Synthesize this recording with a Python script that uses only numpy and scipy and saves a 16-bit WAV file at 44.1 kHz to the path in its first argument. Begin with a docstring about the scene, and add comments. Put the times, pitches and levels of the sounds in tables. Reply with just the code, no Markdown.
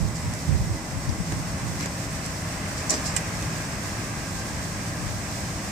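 """Lowering a truck's ladder rack

A drop-down aluminium ladder rack is pulled off the roof of a truck in an open lot. Its latch ticks
and scrapes, the arms break free with a rattle that shakes the frame, and a stop clacks before the
rack glides down. Engines and traffic drone all around, a machine whines across the lot, and a few
puffs of wind hit the microphone's two openings."""
import sys
import numpy as np
from scipy import signal
from scipy.fft import rfft, irfft, next_fast_len
from scipy.io import wavfile
from scipy.ndimage import uniform_filter1d, map_coordinates

SR = 44100
rng = np.random.default_rng(int(sys.argv[2]) if len(sys.argv) > 2 else 0)


def int16_out(signal):
    """Quantize to a 16-bit WAV file."""
    q = np.round(np.clip(np.atleast_2d(signal).T, -1, 1) * 32767)
    wavfile.write(sys.argv[1], SR, q.astype(np.int16))


N = 251811
SIZE = next_fast_len(N, real=True)
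T = np.arange(N) / SR
HZ = np.maximum(np.arange(SIZE // 2 + 1) * SR / SIZE, 1)
BREAK_FREE_S = 2.904  # when the arms come loose

# A fade time (t60) is how long a sound takes to drop 60 dB. A balance is left level minus right level.
# Metal hitting metal. Each row: time in seconds, strength in dB, fade time in seconds, ping pitch in Hz,
# then ping level, balance, thud level, snap level and knock level, all in dB.
HITS = [(0.338, -32, .008, 10400, -33, -2, -43, -35, -70), (0.349, -38, .02, 10700, -41, 0, -55, -46, -70),
        (1.093, -29, 0.014, 4900, -32, 16, -38, -37, -44),
        (1.3231, -33, .012, 6860, -28, -2, -27, -39, -20.5), (1.801, -35, .02, 5030, -32, 9, -42, -55, -60),
        (1.809, -30, 0.014, 4170, -27.5, 7, -32, -31.5, -48),
        (1.8295, -33, .012, 5450, -31, 3, -38, -36, -60), (1.8597, -30, .011, 7100, -22, -1, -29, -32, -42),
        (2.263, -31, .014, 9740, -34, -6, -43, -40, -70), (2.8972, -16, .018, 5850, -16, 10, -44, -55, -60),
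        (2.904, -23, .008, 8500, -26, -4, -45, -36, -60),
        (2.9066, -13, .009, 7250, -15, -3, -34, -25.5, -55),
        (2.9097, -17, .012, 7400, -17, 0, -34, -40, -50), (2.9285, -24.5, .02, 5700, -27, 3, -30, -50, -42),
        (2.9402, -23, .022, 7650, -23, 1, -26, -44, -34), (2.998, -35, .008, 7700, -33, -6, -45, -50, -70),
        (3.067, -28, 0.014, 7300, -22, -7, -45, -46, -70),
        (3.426, -33, 0.0085, 3180, -34, -12, -33, -38, -50)]
# The tones of the stop's bracket. Each row: pitch in Hz, relative level in dB, fade time in seconds.
BRACKET_TONES = [(1955, -10.5, .1), (2010, -16, .09), (2410, -14, .1), (2940, -9.5, .06), (3480, -19, .08),
                 (5260, -18, .08), (6600, -15, .04), (7540, 3, .06), (7680, -10, .06), (8300, -6, .05),
                 (8950, -6, .035)]
# How alike the two sides sound. Each row: frequency in Hz, likeness from 0 (unrelated) to 1 (the same).
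STEREO_LIKENESS = [(30, 0.77), (80, 0.87), (160, 0.97), (300, 1), (430, 0.78), (700, 0.86), (950, 0.4),
                   (1400, 0), (1900, 0.32), (2400, 0.44), (3200, 0), (15000, 0.22)]


def clacks():
    """Each hit cracks and snaps; the touching part pings, the body knocks, arms and bracket ring."""
    # The tones of the arms. Each row: pitch in Hz, relative level in dB, fade time in seconds.
    arm_tones = [(4260, -5, 0.14), (5243, -6, .2), (5707, -3, .16), (6000, 6, 0.26), (6480, -9, .12),
                 (7074, -15, 0.15), (7540, -12, .11)]
    # The tone colours of crack and snap. Each row: frequency in Hz, relative level in dB.
    crack_colour = [(300, -31), (1500, -21), (3300, -19), (4400, -4.5), (5700, 12), (7400, 1.5), (8800, 5),
                    (10200, -5), (11500, -33), (14000, -20), (15500, -28)]
    snap_colour = [(1000, -4), (3000, -2), (8000, -1), (11000, -2), (15000, -13)]
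    clicks, pings, snap_power, crack_power = np.zeros((4, 2, N))
    crack_power += swell(BREAK_FREE_S, db=-25.5, rise=.008, t60=.11) ** 2  # the freed arms chatter
    for at, db, t60, hz, ping_db, balance_db, _, snap_db, knock_db in HITS:
        sides = pan(balance_db)
        crack_power += (swell(at, db, rise=.001, t60=t60) * sides) ** 2
        snap_power += (swell(at, snap_db, rise=.001, t60=.008) * sides) ** 2
        pings += ping(at, ping_db, hz, t60) * sides
        pings += ping(at, knock_db, hz=370, t60=.02)
        clicks[:, round(at * SR)] += from_db(db) * sides[:, 0]
    rings = from_db(-26) * (ringing(clicks, BRACKET_TONES) + ringing(clicks, arm_tones))
    crack = from_db(-1) * np.sqrt(crack_power) * noise(colour(crack_colour) * frame_boost(), alike=.087)
    snap = np.sqrt(snap_power) * noise(colour(snap_colour), alike=.14)
    return crack + snap + pings + rings


def stop(at=3.1645):
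    """The stop is struck squarely and buzzes against its bracket, which roughens the ring."""
    # The tone colour of the stop's crack. Each row: frequency in Hz, relative level in dB.
    crack_colour = [(400, -12), (1200, -5), (2400, -3), (3600, -10), (5000, -2), (6500, 1), (8300, 2),
                    (10000, -7), (12000, -20), (13800, -15), (15000, -23)]
    click = np.zeros(N)
    click[round(at * SR)] = from_db(-19.5)
    crack = swell(at, db=-20, rise=.001, t60=.06) * noise(colour(crack_colour), alike=.093)
    buzz = ringing(click, BRACKET_TONES) * flutter(rate=600, depth_db=2.2)
    return pan(-3) * (buzz + crack)


def latch():
    """The latch rod grates in its guide as it is worked."""
    grating = swell(at=1.856, db=-37, rise=.037, t60=.055) * flutter(rate=300, depth_db=3.5)
    return grating * noise(resonance(hz=2100, width=900) ** 2, alike=.51)


def scrapes():
    """Dry joints slide in tiny uneven slips that make the arms sing."""
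    # The slides of the joints. Each row: loudest moment in seconds, level in dB.
    slides = [(0.16, -38), (1.828, -36), (2.255, -37), (2.78, -35), (2.92, -28.5), (2.945, -36),
              (3.067, -29.5)]
    # The tone colour of sliding metal. Each row: frequency in Hz, relative level in dB.
    slide_colour = [(300, -29), (2000, -7), (3700, -2.5), (4400, 4.5), (5500, 8.5), (6800, -3.5),
                    (7700, -1.5), (9000, -4), (11000, -13), (13000, -12), (14500, -22)]
    pressure = np.sqrt(sum(swell(at, db, rise=.016, t60=.28) ** 2 for at, db in slides))
    slips = flutter(rate=460, depth_db=-.5)
    return pressure * slips * noise(colour(slide_colour) * frame_boost(), alike=.15)


def frame():
    """The long tubes thud at each hit, shudder as the arms break free and rumble as they swing down."""
    # The frame's deep tone colour. Each row: frequency in Hz, relative level in dB.
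    frame_colour = [(120, -28), (250, 8.5), (450, 6.5), (650, 6.5), (1100, 2), (2200, -2.5), (3200, -7),
                    (5000, -11), (12000, -41)]
    thuds = sum(swell(at, thud_db, rise=.0032, t60=.047) ** 2 for at, *_, thud_db, _, _ in HITS)
    shudder = swell(BREAK_FREE_S + .019, db=-33, rise=.012, t60=.39) ** 2
    swing = swell(at=4, db=-40, rise=.087, t60=.7) ** 2
    rumble = noise(colour(frame_colour) * frame_boost(), at_hz(STEREO_LIKENESS))
    return np.sqrt(thuds + shudder + swing) * rumble


def frame_boost():
    """The frame and its arms strengthen the frequencies at which they like to vibrate."""
    # The frame's resonances. Each row: pitch in Hz, width in Hz, added strength in dB.
    peaks = [(260, 83, 6), (604, 25, 2), (1120, 150, -4), (2050, 200, 2), (3840, 34, -2), (4240, 69, -10),
             (5000, 79, 0), (5630, 46, -11), (5922, 31, -1), (6470, 43, 6), (7120, 120, 15),
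             (7600, 200, 13.5), (7950, 230, 4)]
    return 1 + bands(peaks)


def tubes():
    """The jolt of breaking free sets the hollow tubes ringing in a low, short clang."""
    # The tones of the tubes. Each row: pitch in Hz, relative level in dB, fade time in seconds.
    tones = [(252, -8, .7), (309, -5, .6), (620, 0, .35), (1050, -8, .15), (1135, -6, .17), (1863, -9, .22),
             (2480, -12, .2)]
    return sum(swell(BREAK_FREE_S + .026, db - 31.5, rise=.015, t60=t60) * np.sin(2 * np.pi * hz * T)
               for hz, db, t60 in tones)


def truck_echo(rack, delay_s=.007):
    """The flat side of the truck throws the rack's sound back, a little later on the right."""
    late = [np.interp(T - delay_s * stretch, T, side, left=0) for side, stretch in zip(rack, (1, 1.3))]
    return from_db(-11) * np.array(late)


def wind():
    """Each puff buffets the two microphone openings separately; longer puffs build more slowly."""
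    # The puffs. Each row: peak time in seconds, level in dB, fade time in seconds, balance in dB.
    puffs = [(0.02, -16.5, 0.35, -24), (0.28, -26, 0.43, -4), (0.506, -16, 0.16, -26),
             (0.546, -15, 0.17, -14), (0.618, -20.5, 0.16, -3), (0.71, -23.5, 0.31, -5),
             (0.96, -27.5, 0.28, 17), (1.097, -21, 0.17, 11), (1.206, -21, 0.084, 29),
             (1.35, -28.5, 0.74, -5), (1.68, -29, 0.57, -19), (5.07, -31.5, 0.7, 20)]
    # The tone colour of swirling air. Each row: frequency in Hz, relative level in dB.
    wind_colour = [(15, -34), (35, -8), (70, -3.5), (105, -3), (170, -10.5), (260, -30.5), (500, -35.5),
                   (2000, -77)]
    power = sum((swell(at, db, rise=.0088 + .088 * t60, t60=t60) * pan(balance_db)) ** 2
                for at, db, t60, balance_db in puffs)
    swirls = noise(colour(wind_colour), alike=0)
    even_swirls = swirls / np.sqrt(uniform_filter1d(swirls ** 2, size=2000, axis=1))
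    return np.sqrt(power) * even_swirls


def traffic(split_hz=1200):
    """Distant engines rumble and drone under the roar and hiss of traffic."""
    # The tone colours of rumble, roar and hiss. Each row: frequency in Hz, relative level in dB.
    rumble_colour = [(12, -47), (20, -8), (70, 1), (114, 2.5), (134, 3), (157, -1), (187, -1), (276, -4.5),
                     (325, -15), (377, -15), (500, -23), (650, -37), (1100, -120)]
    roar_colour = [(240, -33), (400, -4), (494, -2.5), (622, 1.5), (701, -2.5), (812, 2), (874, -3.5),
                   (1060, -0.5), (1440, -4.5), (1620, -2), (2560, -7.5), (3190, -14.5), (3600, -19),
                   (4680, -30), (7920, -120)]
    hiss_colour = [(1880, -30), (3200, -5), (4090, -1.5), (5280, 3), (5720, 2.5), (6360, 3), (7110, 1.5),
                   (7960, 2), (9320, -3.5), (10200, -8.5), (12400, -14.5), (13300, -12), (14150, -8),
                   (14800, -14.5), (15500, -19)]
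    # Engine drones and narrow bands of hiss. Each row: pitch in Hz, width in Hz, level in dB.
    drones = [(161.7, 7, -42.5), (288.7, 18, -53.5), (317.1, 9.6, -48.5), (350, 19, -54), (610, 6.9, -53),
              (667, 20, -55.5), (963, 7.1, -58.5), (2028, 120, -51.5)]
    hiss_bands = [(5390, 280, -52.5), (7860, 380, -51)]
    alike = at_hz(STEREO_LIKENESS)
    # The roar is split in two because the truck blocks its high part more.
    high_ratio = (HZ / split_hz) ** 6
    low_roar = colour(roar_colour) / np.hypot(1, high_ratio)
    out = from_db(-32.5) * flutter(rate=9, depth_db=-.5) * noise(colour(rumble_colour), alike)
    out += traffic_gain(-40, blocked_db=.8, surge_db=2) * noise(low_roar, alike)
    high_gain = traffic_gain(-39.5, blocked_db=3.5, surge_db=2) * flutter(rate=15, depth_db=1)
    out += high_gain * noise(low_roar * high_ratio, alike)
    hiss_gain = traffic_gain(-38.5, blocked_db=3, surge_db=.5) * flutter(rate=25, depth_db=1)
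    out += hiss_gain * noise(colour(hiss_colour), alike)
    for hz, width, db in drones + hiss_bands:
        out += from_db(db) * noise(resonance(hz, width) ** 2, alike)
    return out


def traffic_gain(open_db, blocked_db, surge_db, emerge_s=1.34, surge_s=3.09):
    """Traffic grows as the microphone is carried out from behind the truck, then swells once."""
    hidden = .5 - .5 * np.tanh((T - emerge_s) / .87)
    surge = np.exp(-((T - surge_s) / .57) ** 2)
    return from_db(open_db - blocked_db * hidden + surge_db * surge)


def lot_echoes(sound):
    """Ground, truck and wall reflect the traffic; some delays shift as the microphone moves."""
    # The echoes. Each row: starting delay in seconds, final delay in seconds, relative level in dB.
    echoes = [(.0021, 0.00166, -24), (.0056, 0.0056, -22), (0.0111, .0101, -17), (0.0181, .0181, -19)]
    out = sound.copy()
    for first, last, db in echoes:
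        delay = np.linspace(first, last, N)
        for side, stretch in enumerate((1, 1.04)):  # a little later on the right
            out[side] += from_db(db) * map_coordinates(sound[side], [(T - delay * stretch) * SR], order=3)
    return out / np.sqrt(1 + sum(from_db(db) ** 2 for _, _, db in echoes))


def machine_whine(peak_s=3.5, peak_db=-46, rise_db_per_s=15, fall_db_per_s=2.9):
    """A machine across the lot whines in narrow, unsteady bands that come up and slowly fade."""
    # The bands of the whine. Each row: pitch in Hz, width in Hz, relative level in dB.
    peaks = [(1584, 42, 0), (1678, 50, -5), (1880, 90, -10), (2510, 80, -11)]
    age = T - peak_s
    db = peak_db + np.minimum(rise_db_per_s * age, -fall_db_per_s * age)
    return from_db(db) * noise(bands(peaks), alike=.65)


def from_db(db):
    """Turn decibels into a gain, the number a signal is multiplied by."""
    return 10 ** (np.asarray(db) / 20)


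def at_hz(points):
    """Join a table's points into a curve with a value at every frequency."""
    hz, value = np.transpose(points)
    return np.interp(np.log(HZ), np.log(hz), value)


def colour(points):
    """Turn a tone colour table into a gain at every frequency."""
    return from_db(at_hz(points))


def resonance(hz, width):
    """A gain that is 1 at one pitch and falls away on both sides."""
    return 1 / np.hypot(1, (HZ / hz - hz / HZ) * hz / width)


def bands(peaks):
    """Several resonances added into one gain curve."""
    return sum(from_db(db) * resonance(hz, width) ** 2 for hz, width, db in peaks)


def pan(balance_db):
    """Left and right gains that keep the total power the same."""
    ratio = np.atleast_1d(from_db(balance_db))
    return np.array([ratio, np.ones_like(ratio)]) * np.sqrt(2 / (1 + ratio ** 2))


def noise(gain, alike):
    """Stereo noise of power 1, with a given tone colour and likeness between the sides."""
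    shared, opposed = rng.standard_normal((2, 2 * len(HZ))).view(complex)
    spectrum = np.sqrt(1 + alike) * shared + np.sqrt(1 - alike) * opposed * [[1], [-1]]
    sound = irfft(gain * spectrum, SIZE)[:, :N]
    return sound / np.sqrt(np.mean(sound ** 2))


def flutter(rate, depth_db):
    """A gain that wanders around 1, heading for a new random value `rate` times a second."""
    points = depth_db * rng.standard_normal(N // 20)
    return from_db(np.interp(T * rate, np.arange(len(points)), points))


def swell(at, db, rise, t60):
    """A loudness curve that climbs to its peak at time `at` and dies away; times are in seconds."""
    out = np.zeros(N)
    heard = (T > at - 3 * rise) & (T < at + t60)
    age = T[heard] - at
    climb = (np.minimum(age, 0) / rise) ** 2
    fade = np.log(1000) * np.maximum(age, 0) / t60
    out[heard] = from_db(db) * np.exp(-climb - fade)
    return out


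def ping(at, db, hz, t60):
    """A struck part rings at one pitch and dies away."""
    age = np.clip(T - at, 0, 2 * t60)
    return from_db(db) * np.exp(-np.log(1000) * age / t60) * np.sin(2 * np.pi * hz * age)


def ringing(clicks, tones):
    """Clicks set all the tones of one part ringing; neighbouring tones swing opposite ways."""
    out = np.zeros_like(clicks)
    for k, (hz, db, t60) in enumerate(tones):
        decay = np.exp(-np.log(1000) / (t60 * SR))
        step = 2 * np.pi * hz / SR
        tone = signal.lfilter([0, np.sin(step)], [1, -2 * decay * np.cos(step), decay ** 2], clicks + 1e-18)
        out += (-1) ** k * from_db(db) * tone
    return out


def scene():
    """The rack and its echo, over traffic, a machine and wind."""
    rack = latch() + clacks() + stop() + scrapes() + frame() + tubes()
    return rack + truck_echo(rack) + lot_echoes(traffic()) + machine_whine() + wind()


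def record(dry, low_cut_hz=32, high_cut_hz=15400):
    """The microphone colours each side differently and cuts the deepest bass and highest treble."""
    # Its two openings resonate at different pitches. Each row: frequency in Hz, balance in dB.
    balance = [(40, 10), (90, -0.5), (250, 1.5), (700, 1), (1600, 0.5), (3000, -1), (6000, 0.5),
               (6700, -7.5), (7700, -22), (9000, -12), (12000, -10.5), (15000, -11)]
    coloured = irfft(rfft(dry, SIZE) * pan(at_hz(balance)), SIZE)[:, :N]
    thinned = signal.sosfilt(signal.butter(4, low_cut_hz, "high", fs=SR, output="sos"), coloured)
    return signal.sosfilt(signal.ellip(10, .3, 80, high_cut_hz, fs=SR, output="sos"), thinned)


dry = scene()
out = record(dry)
int16_out(out)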